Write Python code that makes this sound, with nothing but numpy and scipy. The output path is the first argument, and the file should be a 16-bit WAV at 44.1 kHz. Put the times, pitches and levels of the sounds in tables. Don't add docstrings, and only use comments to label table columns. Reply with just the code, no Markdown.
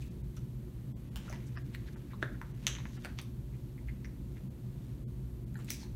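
import sys
import numpy as np
from scipy import signal
from scipy.fft import rfft, irfft, next_fast_len
from scipy.io import wavfile
from scipy.ndimage import uniform_filter1d, map_coordinates

SR = 44100
rng = np.random.default_rng(int(sys.argv[2]) if len(sys.argv) > 2 else 0)


def wrap_up_sound(samples):
    columns = np.atleast_2d(samples).T
    tamed = np.clip(columns, -1, 1)
    steps = np.round(tamed * 32767).astype(np.int16)
    wavfile.write(sys.argv[1], SR, steps)


def nominal_scale(level):
    x = np.asarray(level, float) / 20
    return 10 ** x


N = 262395

# frequency in Hz, density in dB per Hz.
DUCT_COLOUR = [(18, -59), (31, -11.5), (59, 3), (91, -14), (124, 3.5), (140, -3), (156, -11.5), (188, -7.5),
               (328, -19), (360, -18), (389, -26), (555, -32.5), (791, -42.5), (895, -39.5), (1200, -47.5),
               (1560, -80), (2640, -120)]
# frequency in Hz, level in dB rms.
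MAINS_HUM = [(360.5, -65)]
# strongest moment in seconds, dull rustle in dB,
# bright rustle in dB, rise in seconds, fall in seconds.
STROKES = [(0.005, -66, -63, .01, 0.22), (.37, -78, -62, 0.021, .06), (1.25, -63.5, -67.5, 0.15, 0.13),
           (1.335, -52, -62, 0.12, 0.11), (1.85, -65, -73, 2.4, 0.68), (2.226, -42, -53, 0.0086, 0.03),
           (2.65, -59, -65, 0.067, 0.12), (2.68, -58, -68, 0.018, .3), (3.07, -62, -65.5, 1.8, 0.2),
           (3.55, -77, -73, 0.31, 0.81), (3.88, -58, -72, 0.015, 0.093), (4.42, -74, -74, .4, 0.094),
           (4.9, -68, -69.5, .6, 0.14), (5.6, -57, -63.5, 0.029, 0.12), (5.701, -53, -45.5, 0.03, 0.081),
           (5.8, -59, -63, .015, 0.18)]
# frequency in Hz, density in dB per Hz.
DULL_COLOUR = [(400, 8.5), (900, -1), (1700, 3.5), (3000, 1), (5000, -33.5), (8000, -40)]
# frequency in Hz, density in dB per Hz.
BRIGHT_COLOUR = [(1500, -32), (3500, 26.5), (5000, 20), (6300, 22), (8500, 14), (12000, 12), (15500, -26)]
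# start in seconds, peak in dB, pitch in Hz.
PUFFS = [(.019, -53, 2540), (0.372, -54, 1360), (1.16, -48.5, 1570), (1.28, -45, 1330), (1.3, -44.5, 643),
         (1.328, -45.5, 936), (1.404, -52, 2100), (1.571, -45.5, 1188), (1.573, -53, 677),
         (1.574, -45, 2700), (1.959, -57, 952), (2.227, -34.5, 594), (2.668, -30, 12100),
         (2.668, -28, 7760), (2.855, -46, 990), (3.1883, -37, 5940), (3.779, -51.5, 2100),
         (3.886, -41.5, 2070), (5.555, -53, 895)]
# middle in seconds, level in dB rms, centre in Hz,
# width in Hz, length in seconds.
SCUFFS = [(0.023, -63, 5000, 8000, 0.023), (1.476, -65.5, 6500, 5000, 0.039), (1.743, -60, 2500, 3000, .03),
          (1.749, -64, 8000, 7900, 0.023), (1.878, -65, 3840, 2940, 0.055), (1.883, -59, 1730, 800, 0.044),
          (1.931, -66, 5000, 4000, .015), (2.12, -59.5, 1900, 900, 0.045), (2.35, -58, 1670, 600, 0.024),
          (2.892, -71, 6200, 1500, 0.21), (5.688, -52, 2300, 1200, 0.017), (2.953, -64, 4440, 4060, 0.062),
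          (2.979, -56, 1530, 1800, 0.031), (3.044, -57, 2500, 3000, 0.017),
          (3.192, -55.5, 2980, 3000, 0.039), (3.547, -69, 2080, 900, 0.056),
          (4.167, -71.5, 2100, 890, 0.034), (4.379, -69, 2080, 1200, 0.064), (5.82, -58, 4870, 3480, 0.075)]
# start in seconds, pocket peak in dB,
# pocket pitch in Hz, skin peak in dB, skin pitch in Hz.
POPS = [(0.028, -53.5, 2580, -63, 7900), (0.368, -56, 1350, -48, 5850), (1.159, -36, 3020, -65, 3800),
        (1.297, -54, 1320, -41, 6040), (1.327, -39, 1950, -47, 5100), (1.573, -33, 1720, -45.5, 5070),
        (1.749, -34, 1940, -43, 4030), (2.134, -42, 1130, -55, 3770), (2.227, -20, 1600, -35.5, 3580),
        (2.416, -42, 993, -55, 5900), (2.6679, -18, 2970, -18, 6240), (2.6686, -29, 1900, -25.5, 3810),
        (2.751, -35, 3100, -39, 6550), (2.786, -44.5, 1000, -44, 3770), (3.048, -33, 1580, -43, 4480),
        (3.188, -32, 3520, -41.5, 4380), (4.047, -39.5, 1960, -48.5, 5700), (5.556, -38, 1640, -57, 4100),
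        (5.59, -45.5, 1220, -55, 7850), (5.705, -31.5, 2290, -28.5, 5930), (5.831, -50.5, 880, -48.5, 4200),
        (5.836, -52, 2030, -50, 6040)]
# start in seconds, peak in dB.
CRACKS = [(0.043, -55), (0.056, -56), (0.366, -47.5), (1.159, -34.5), (1.299, -46), (1.328, -45),
          (1.749, -42), (2.229, -44), (2.416, -47.5), (2.668, -26), (3.048, -36.5), (3.189, -46.5),
          (3.215, -35.5), (5.557, -37), (5.59, -52), (5.646, -42), (5.705, -24), (5.833, -54)]
# frequency in Hz, density in dB per Hz.
CRACK_COLOUR = [(1500, -34), (4000, -8), (8000, -0.5), (11000, -4), (15700, -5), (16000, -46), (17000, -45)]
# start in seconds, peak in dB, centre in Hz.
SLAPS = [(0.371, -47.5, 2820), (1.159, -44, 970), (1.747, -36.5, 2390), (1.96, -44.5, 1450),
         (2.133, -60, 2600), (2.227, -29, 335), (2.4152, -31, 1520), (2.668, -28, 1370),
         (2.8548, -33.5, 1880), (3.0486, -38.5, 720), (3.0485, -30.5, 2180), (3.05, -49, 6540),
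         (3.189, -39, 1130), (3.1883, -32, 2380), (4.044, -50, 3500), (4.37, -46.5, 1960),
         (5.5902, -49, 885), (5.7042, -26.5, 5260), (5.7042, -20.5, 10600)]
# first flap in seconds, peak in dB, pitch in Hz,
# first gap in seconds, number of flaps.
FLUTTERS = [
    (1.303, -49, 2000, 0.011, 5),
    (2.753, -38.5, 2000, .0145, 4),
]
# delay in seconds, level in dB.
ECHOES = [(.0058, -7), (.0072, -15), (.0082, -8.5), (0.0122, -9), (0.015, -16), (.0225, -21)]
# frequency in Hz, time to fall 60 dB in seconds.
ROOM_DECAY = [(300, 0.45), (2000, 0.31), (6000, 0.35), (12000, 0.2)]
# time in seconds, echoes over direct in dB, tail over direct in dB.
HANDS_FACING = [(0, 2, 4.5), (.37, 1, -9), (1.2, 0.5, -1), (1.3, -2, -4.5), (1.57, -6.5, -13),
                (2.13, 0.5, -9), (2.23, -10.5, -8.5), (2.42, -5, -8), (2.67, -3, -6.5), (2.86, -4, -10),
                (3.05, -0.5, -5), (3.2, -2.5, -7.5), (3.9, 3.5, -7), (4.05, 0, -6), (4.4, 1, -10),
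                (5.6, -3, -9), (5.7, -12, -2)]
# frequency in Hz, density in dB per Hz.
HISS_COLOUR = [(410, -3), (700, -6), (800, -12), (900, -7), (2090, -11), (4500, -14.5), (4870, -18),
               (9500, -16.5), (10500, -19.5), (11300, -13.5), (12600, -13.5), (13300, -15.5),
               (15700, -20.5)]
# centre of the first in seconds, treble lost above in Hz, blinks in a row.
DROPOUTS = [(.1, 3500, 1), (.228, 3000, 1), (.932, 1100, 2), (1.1027, 1400, 1), (1.572, 5800, 1),
            (1.636, 2200, 1), (1.956, 3500, 1), (2.532, 2800, 1), (2.983, 4000, 1), (4.4947, 1500, 1),
            (5.0493, 700, 2), (5.4547, 2500, 1), (5.5613, 4500, 1)]

TREBLE_TOP_HZ = 15800
AIR_DB, AIR_SWAY_DB, GUST_DB = -41.5, -0.03, 1.2
STROKE_DB = 20
POCKET_CYCLES, SKIN_CYCLES, PUFF_CYCLES, SLAP_CYCLES = 0.9, 2, 1.37, 0.46
FLAP_SLOWS, FLAP_LOSS_DB = 1.15, 0.5
HISS_DB = -67
BLINK = 940
HIT_T = np.arange(SR // 40) / SR


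def unit(x):
    return x / np.sqrt(np.mean(x ** 2) + 1e-20)


def along(points, hz):
    f, v = np.transpose(points)
    return np.interp(np.log(hz + 1), np.log(f + 1), v)


def coloured(x, spectrum, top_hz):
    m = next_fast_len(N + 8192)
    hz = np.fft.rfftfreq(m, 1 / SR)
    gain = nominal_scale(along(spectrum, hz)) * (hz < top_hz)
    return unit(irfft(rfft(x, m) * gain, m)[:N])


def burst(hz, cycles):
    u = HIT_T * hz / cycles
    return u * np.exp(1 - u) * np.sin(2 * np.pi * hz * HIT_T)


def slow_wander():
    return map_coordinates(rng.standard_normal(40), [np.arange(N) * 36 / N])


def gusty():
    z = signal.stft(rng.standard_normal(N), nperseg=2048)[2]
    patches = uniform_filter1d(rng.standard_normal(z.shape), size=4, axis=0)
    patches = uniform_filter1d(patches, size=4, axis=1)
    return signal.istft(z * nominal_scale(GUST_DB * unit(patches)), nperseg=2048)[1][:N]


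def ventilation():
    out = nominal_scale(AIR_DB + AIR_SWAY_DB * slow_wander()) * coloured(gusty(), DUCT_COLOUR, TREBLE_TOP_HZ)
    drift_db = 2.2 * slow_wander()
    for hz, db in MAINS_HUM:
        out += nominal_scale(db + 3 + drift_db) * np.sin(2 * np.pi * hz * np.arange(N) / SR)
    return out


def rustle():
    out, t = np.zeros(N), np.arange(N) / SR
    swells = []
    for s, _, _, rise, fall in STROKES:
        away = np.maximum((s - t) / max(rise, 0.003), (t - s) / max(fall, 0.003))
        swells.append(nominal_scale(-STROKE_DB * away))
    for levels_db, spectrum in zip(np.transpose(STROKES)[1:3], (DULL_COLOUR, BRIGHT_COLOUR)):
        snaps = rng.random(N) < 2000 / SR
        creases = snaps * rng.standard_normal(N) * nominal_scale(1.4 * rng.exponential(size=N))
        out += nominal_scale(levels_db - 4.0) @ swells * coloured(creases, spectrum, TREBLE_TOP_HZ)
    return out


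def puffs():
    return [(s, nominal_scale(db) * burst(hz, PUFF_CYCLES)) for s, db, hz in PUFFS]


def scuffs():
    out, t = np.zeros(N + SR), np.arange(SR // 5) / SR
    f = np.fft.rfftfreq(len(t), 1 / SR)
    for s, db, hz, width_hz, length in SCUFFS:
        grit = rng.standard_normal(len(t)) * nominal_scale(4 * rng.standard_normal(len(t)))
        resonance = (f * width_hz / np.hypot(hz * hz - f * f, f * width_hz)) ** 2
        resonance = resonance * (f < TREBLE_TOP_HZ)
        bell = np.exp(-8 * ((t - t.mean()) / length) ** 2)
        rub = unit(irfft(rfft(grit) * resonance, len(t))) * bell
        out[round(s * SR):][:len(t)] += nominal_scale(db) * rub
    return out[len(t) // 2:][:N]


def pops():
    hits = []
    for s, db, hz, skin_db, skin_hz in POPS:
        pocket = nominal_scale(db) * burst(hz, POCKET_CYCLES)
        skin = nominal_scale(skin_db) * burst(skin_hz, SKIN_CYCLES)
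        hits.append((s, pocket + skin))
    return hits


def cracks():
    crackle = coloured(rng.standard_normal(N), CRACK_COLOUR, SR)
    fade = nominal_scale(-60 * HIT_T / 0.0035) * (1 - np.exp(-HIT_T / 0.0001))
    return [(s, nominal_scale(db) * fade * crackle[round(s * SR):][:len(HIT_T)]) for s, db in CRACKS]


def slaps():
    return [(s, nominal_scale(db) * burst(hz, SLAP_CYCLES)) for s, db, hz in SLAPS]


def flutters():
    hits = []
    for s, db, hz, gap, flaps in FLUTTERS:
        for k in range(round(flaps)):
            delay = gap * (FLAP_SLOWS ** k - 1) / (FLAP_SLOWS - 1)
            hits.append((s + delay, nominal_scale(db - FLAP_LOSS_DB * k) * burst(hz, SLAP_CYCLES)))
    return hits


def room(hit, s):
    when, echo_db, tail_db = np.transpose(HANDS_FACING)
    hz, t, z = signal.stft(rng.standard_normal(SR // 2), SR, nperseg=256)
    decay = nominal_scale(-60 * t / along(ROOM_DECAY, hz)[:, None])
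    tail = signal.istft(z * decay, SR, nperseg=256)[1][:SR // 2]
    tail *= 1 - np.exp(-np.arange(len(tail)) / (0.003 * SR))
    tail *= nominal_scale(np.interp(s, when, tail_db)) / np.linalg.norm(tail)
    tail[0] = 1
    for delay, db in ECHOES:
        scatter_db = 1.5 * rng.standard_normal()
        level = nominal_scale(db + np.interp(s, when, echo_db) + scatter_db)
        tail[round(delay * SR)] += level * rng.choice([-1, 1])
    return signal.fftconvolve(hit, tail)


def in_room(hits):
    out = np.zeros(N + SR)
    for s, hit in hits:
        heard = room(hit, s)
        out[round(s * SR):][:len(heard)] += heard
    return out[:N]


def scene():
    hits = puffs() + pops() + cracks() + slaps() + flutters()
    return (ventilation() + rustle() + scuffs() + in_room(hits))[None]


def treble_dropouts(x):
    n, k = np.arange(2 * BLINK) + 0.5, np.arange(BLINK) + 0.5
    window = np.sin(np.pi * n / (2 * BLINK))
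    basis = window * np.cos(np.pi / BLINK * np.outer(k, n + BLINK / 2))
    out, hz = x.copy(), k * SR / (2 * BLINK)
    for s, top_hz, blinks in DROPOUTS:
        threshold = np.select([hz > top_hz, hz > 900], [2.4, 1], 0)
        for start in round(s * SR) + BLINK * (np.arange(blinks) - 1):
            lines = basis @ x[start:start + 2 * BLINK]
            local = np.sqrt(uniform_filter1d(lines ** 2, size=41))
            lost = lines * (abs(lines) < threshold * local)
            out[start:start + 2 * BLINK] -= 2 / BLINK * lost @ basis
    return out


def top_cut(x):
    return signal.sosfilt(signal.butter(12, 16820, fs=SR, output="sos"), x)


def record(dry):
    hiss = nominal_scale(HISS_DB) * coloured(rng.standard_normal(N), HISS_COLOUR, TREBLE_TOP_HZ)
    bass_cut = signal.sosfilt(signal.butter(2, 36, "high", fs=SR, output="sos"), dry[0])
    mix = treble_dropouts(bass_cut + hiss)[None]
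    return top_cut(mix)


dry = scene()
out = record(dry)
wrap_up_sound(out)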